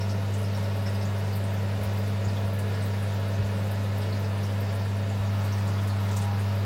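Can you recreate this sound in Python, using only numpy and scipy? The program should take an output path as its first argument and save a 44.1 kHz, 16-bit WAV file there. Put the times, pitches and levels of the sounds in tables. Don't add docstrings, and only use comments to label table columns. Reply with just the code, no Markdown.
import sys
import numpy as np
from scipy import signal
from scipy.fft import rfft, irfft, next_fast_len
from scipy.io import wavfile
from scipy.ndimage import uniform_filter1d, map_coordinates

SR = 44100
rng = np.random.default_rng(int(sys.argv[2]) if len(sys.argv) > 2 else 0)


def master(y):
    cut = np.clip(np.atleast_2d(y).T, -1, 1)
    pcm = np.round(cut * 32767)
    wavfile.write(sys.argv[1], SR, pcm.astype(np.int16))


N = 293265

# f/Hz, level/dB
SIDE_TONES = [(144, -54.5), (244.2, -67.5), (256.3, -59.5), (300.2, -63.5)]
# f/Hz, relative level/dB
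AIR_SPECTRUM = [(22.0, -25), (40.0, -21.5), (62.0, -9.5), (150.0, -0.5), (320.0, -14), (560.0, -1),
                (800.0, -9.5), (1400.0, -11.5), (2200.0, -10.5), (4800.0, -23), (6200.0, -29.5),
                (9500.0, -35), (15500.0, -36.5)]
# f/Hz, width/Hz, gain/dB
DUCT_MODES = [(124, 57, -2), (143, 14, 3.5), (181.5, 29, 6.5), (225, 8, -3.5), (267.4, 36, 7), (296, 12, 2),
              (324.5, 3.8, 12.5), (370, 15, 6), (425.5, 50, 7), (482, 13, -3.5), (568, 6.5, 4.5),
              (707, 42, -5.5), (731, 7, 5.5), (737, 22, -3), (782, 7, 6), (872, 24, 3), (949, 34, 5.5),
              (1065, 58, -2.5), (1190, 56, -7.5), (1220, 41, 1), (1568, 57, -8), (1710, 60, 1),
              (1920, 22, 1), (2010, 290, -5.5), (2114, 39, 2.5), (2330, 480, -6), (2710, 140, -5),
              (2795, 28, 2.5), (3054, 180, -3.5), (3330, 430, -4.5), (3415, 34, 3), (4170, 150, -4.5)]
# f/Hz, gain/dB
FULLER_EQ = [(150, -1), (300, 0), (550, -1), (800, 0.5), (1100, 3.3), (1400, 2), (2200, 0.4), (5000, 0.4),
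             (10000, 0), (14000, 2)]
# t/s, hollow/dB, whine/dB
DRIFT_GAINS = [(0, -1, -2.5), (1.8, 0, 0), (2.3, 0.3, -1.5), (3.1, -0.8, 1.3), (4, -.5, 0.3), (5, -1.8, 0),
               (5.9, -4, -2.5), (6.65, -2, -1)]
# t/s, half length/s, f/Hz, width/Hz, level/dB
HOOTS = [(0.885, .045, 1410, 30, -52), (0.88, .05, 1920, 34, -53), (2.61, .07, 1680, 45, -50),
         (6.285, .1, 808, 26, -43), (6.27, .06, 915, 40, -49)]
# t/s, peak/dB, f/Hz, half length/s
THUDS = [(1.799, -29, 88, .012), (1.86, -28.5, 85, .014), (2.274, -25.5, 101, 0.0064),
         (2.453, -33, 85, .011), (3.403, -23.5, 104, 0.011), (3.437, -32, 68, .022), (5.213, -31, 75, .012)]
# t/s, level/dB, f/Hz, width/oct
TICKS = [(0.006, -56.5, 5450, 0.054), (0.092, -56.5, 5100, 0.14), (0.335, -60.5, 7000, .25),
         (0.443, -62, 5300, .065), (0.544, -60.5, 5470, .04), (0.637, -63.5, 5400, .035),
         (0.858, -55.5, 5300, .06), (0.858, -55.5, 1750, 0.33), (0.943, -62, 5000, .045),
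         (1.012, -60, 5060, 0.093), (1.05, -63, 6850, .1), (1.324, -60, 4680, .08),
         (1.352, -58, 12200, 0.3), (1.53, -66, 13700, .1), (1.83, -58.5, 14000, 0.43),
         (1.98, -63, 14900, .06), (2.245, -62, 6900, .07), (2.279, -61, 4900, .08),
         (2.365, -57.5, 3380, .05), (2.53, -64, 12500, .16), (2.586, -59.5, 9400, 0.38),
         (2.738, -61.5, 5100, 0.11), (2.819, -62.5, 8330, 0.046), (2.855, -64, 15000, .09),
         (3.135, -67, 14000, .12), (3.339, -67, 6290, .05), (3.709, -60.7, 12100, .22),
         (3.976, -62.5, 12000, .18), (4.014, -62, 5050, .07), (4.123, -58, 4260, .09),
         (4.24, -66, 5080, .06), (4.43, -62, 5550, .07), (4.6, -63, 14000, .08), (4.745, -67, 9500, .1),
         (5.092, -66, 6980, .05), (5.441, -64.5, 8500, .6), (5.521, -59, 5800, .08),
         (5.672, -61.5, 6800, 0.37), (5.779, -60, 3400, .04), (5.871, -60, 8000, .7),
         (5.892, -59, 4350, .06), (6.11, -61, 6750, .12), (6.163, -53, 6800, 0.26), (6.165, -61, 14000, .2),
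         (6.213, -58.5, 8000, .24), (6.392, -65, 9300, .08)]
# f/Hz, T60/s
ROOM_T60 = [(300, 0.33), (4000, 0.15), (9000, 0.13), (15000, 0.13)]


def motor(hum_hz=100.07, hum_db=-27.5, octave_db=-39.0, hum_rise_db=1.53, octave_rise_db=0.8):
    t = clock()
    phase = 2 * np.pi * hum_hz * t
    hum = amp(hum_db + hum_rise_db * fuller()) * np.cos(phase)
    octave = amp(octave_db + octave_rise_db * fuller() + .3 * wobble(2.94)) * np.cos(2 * phase)
    side = sum(amp(db) * np.sin(2 * np.pi * hz * t + .5 * wobble(0.96)) for hz, db in SIDE_TONES)
    return np.sqrt(2) * (hum - octave + side)


def air(level_db=-36.5, flutter_db=0.26):
    modes_db = lambda hz: sum(db * bell(hz, centre, width) for centre, width, db in DUCT_MODES)
    turbulence = off_walls(eddies(rng.standard_normal(N)))
    rush = unit(filtered(turbulence, lambda hz: amp(along(AIR_SPECTRUM, hz) + modes_db(hz))))
    full_rush = filtered(rush, lambda hz: amp(along(FULLER_EQ, hz)))
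    return amp(level_db + flutter_db * wobble(7)) * (rush + fuller() * (full_rush - rush))


def eddies(x, patchy_db=2.0, from_hz=5000):
    hz, _, spectrum = signal.stft(x, SR, nperseg=512)
    patches = uniform_filter1d(rng.standard_normal(spectrum.shape), size=16, axis=0)
    patches = unit(uniform_filter1d(patches, size=9, axis=1))
    depth_db = patchy_db * (1 - np.exp(-(hz / from_hz) ** 2))
    return signal.istft(spectrum * amp(depth_db[:, None] * patches), SR, nperseg=512)[1][:N]


def off_walls(x, count=4, decay_s=0.036, from_hz=750, wet_gain=.36):
    t = np.arange(SR // 8) / SR
    wet = np.zeros(N)
    for _ in range(count):
        echoes = rng.standard_normal(len(t)) * np.exp(-t / decay_s) * (t > .003)
        wet += wobble(1.506) * signal.fftconvolve(x, echoes / np.linalg.norm(echoes))[:N]
    running_rms = np.sqrt(np.abs(uniform_filter1d(wet ** 2, SR // 20)) + 1e-9)
    return x + filtered(wet_gain * wet / running_rms, lambda hz: 1 - np.exp(-(hz / from_hz) ** 4))


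def drift(x, hollow_hz=547, whine_hz=1650):
    at_s, hollow_db, whine_db = np.transpose(DRIFT_GAINS)
    for gain_db, centre_hz, width_hz in ((hollow_db, hollow_hz, 170), (whine_db, whine_hz, 160)):
        band = filtered(x, lambda hz: np.exp(-((hz - centre_hz) / width_hz) ** 2))
        x = x + (amp(np.interp(clock(), at_s, gain_db)) - 1) * band
    return x


def fuller(at_s=5.207, ramp_s=.012):
    return np.clip((clock() - at_s) / ramp_s + .5, 0, 1)


def blades(tone_hz=672, drift_hz=0.66, level_db=-50.3, waver_db=1.5, flutter_rad=.28):
    phase = 2 * np.pi * np.cumsum(tone_hz + drift_hz * wobble(2.03)) / SR
    return amp(level_db + waver_db * wobble(6.3)) * unit(np.sin(phase + flutter_rad * wobble(18)))


def hoots():
    out = np.zeros(N)
    for at_s, half_s, centre_hz, width_hz, db in HOOTS:
        phase = 2 * np.pi * np.cumsum(centre_hz + .5 * width_hz * wobble(40)) / SR
        out += amp(db) * unit(np.sin(phase)) * swell(at_s, half_s)
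    return out


def thuds():
    return -sum(amp(db) * np.cos(2 * np.pi * hz * (clock() - at_s)) * swell(at_s, half_s)
                for at_s, db, hz, half_s in THUDS)


def scuff(at_s=6.13, half_s=.15, centre_hz=4200, width_oct=.9, level_db=-53, grain_db=4):
    band = lambda hz: np.exp(-(np.log2((hz + 1) / centre_hz) / width_oct) ** 2)
    hiss = unit(filtered(rng.standard_normal(N), band))
    return amp(level_db) * unit(hiss * amp(grain_db * wobble(160))) * swell(at_s, half_s)


def tick(centre_hz, width_oct, attack_s=.0055, snap_t60_s=0.037, ring_t60_s=.07, snap_db=-5, skirt_db=-17):
    tail = room_tail()
    t = np.arange(len(tail)) / SR
    snap = rng.standard_normal(len(t)) * amp(-60 * t / snap_t60_s)
    burst = tail + amp(snap_db) * snap / np.linalg.norm(snap)
    away_oct = lambda hz: np.log2((hz + 1) / centre_hz)
    core = lambda hz: np.exp(-(away_oct(hz) / (2 * width_oct)) ** 2)
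    click = unit(filtered(burst, lambda hz: core(hz) + amp(skirt_db) * bell(away_oct(hz), 0, 1)))
    ring = unit(np.sin(2 * np.pi * centre_hz * t) * amp(-60 * t / ring_t60_s))
    ring_gain = .5 / (1 + (width_oct / .08) ** 2)
    return unit((click + ring_gain * ring) * (1 - np.exp(-t / attack_s)))


def ticks(rows):
    out = np.zeros(N + SR)
    for at_s, db, centre_hz, width_oct in rows:
        sound = tick(centre_hz, width_oct)
        out[round(at_s * SR):][:len(sound)] += amp(db) * sound
    return out[:N]


def crackle(count=70, low_hz=6500, high_hz=15500, level_db=-68.5, spread_db=4, tilt_db_per_oct=0.5):
    when, pitch, size, width = rng.random((count, 4)).T
    centre_hz = low_hz * (high_hz / low_hz) ** pitch
    db = level_db + spread_db * (size - .5) + tilt_db_per_oct * np.log2(centre_hz / low_hz)
    width_oct = .08 + .42 * width ** 2
    return ticks(zip(when * N / SR, db, centre_hz, width_oct))


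def room_tail():
    hz, t, spectrum = signal.stft(rng.standard_normal(SR // 3), SR, nperseg=256)
    decay = amp(-60 * t / along(ROOM_T60, hz)[:, None])
    tail = signal.istft(spectrum * decay, SR, nperseg=256)[1]
    return tail / np.linalg.norm(tail)


def amp(db):
    return 10 ** (np.asarray(db) / 20)


def unit(x):
    return x / np.sqrt(np.mean(x ** 2) + 1e-20)


def clock():
    return np.arange(N) / SR


def swell(at_s, half_s):
    return np.exp(-((clock() - at_s) / half_s) ** 2)


def wobble(rate_hz):
    return map_coordinates(rng.standard_normal(int(N * rate_hz / SR) + 4), [clock() * rate_hz])


def along(points, hz):
    knots_hz, values = np.transpose(points)
    return np.interp(np.log(hz + 1), np.log(knots_hz + 1), values)


def bell(x, centre, width):
    return 1 / (1 + (2 * (x - centre) / width) ** 2)


def filtered(x, response):
    size = next_fast_len(len(x) + 8192)
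    return irfft(rfft(x, size) * response(np.fft.rfftfreq(size, 1 / SR)), size)[:len(x)]


def scene():
    fan = motor() + blades() + drift(air()) + hoots()
    return (fan + ticks(TICKS) + crackle() + scuff() + thuds())[None]


def record(dry, top_hz=15850):
    return np.array([filtered(channel, lambda hz: hz < top_hz) for channel in dry])


dry = scene()
out = record(dry)
master(out)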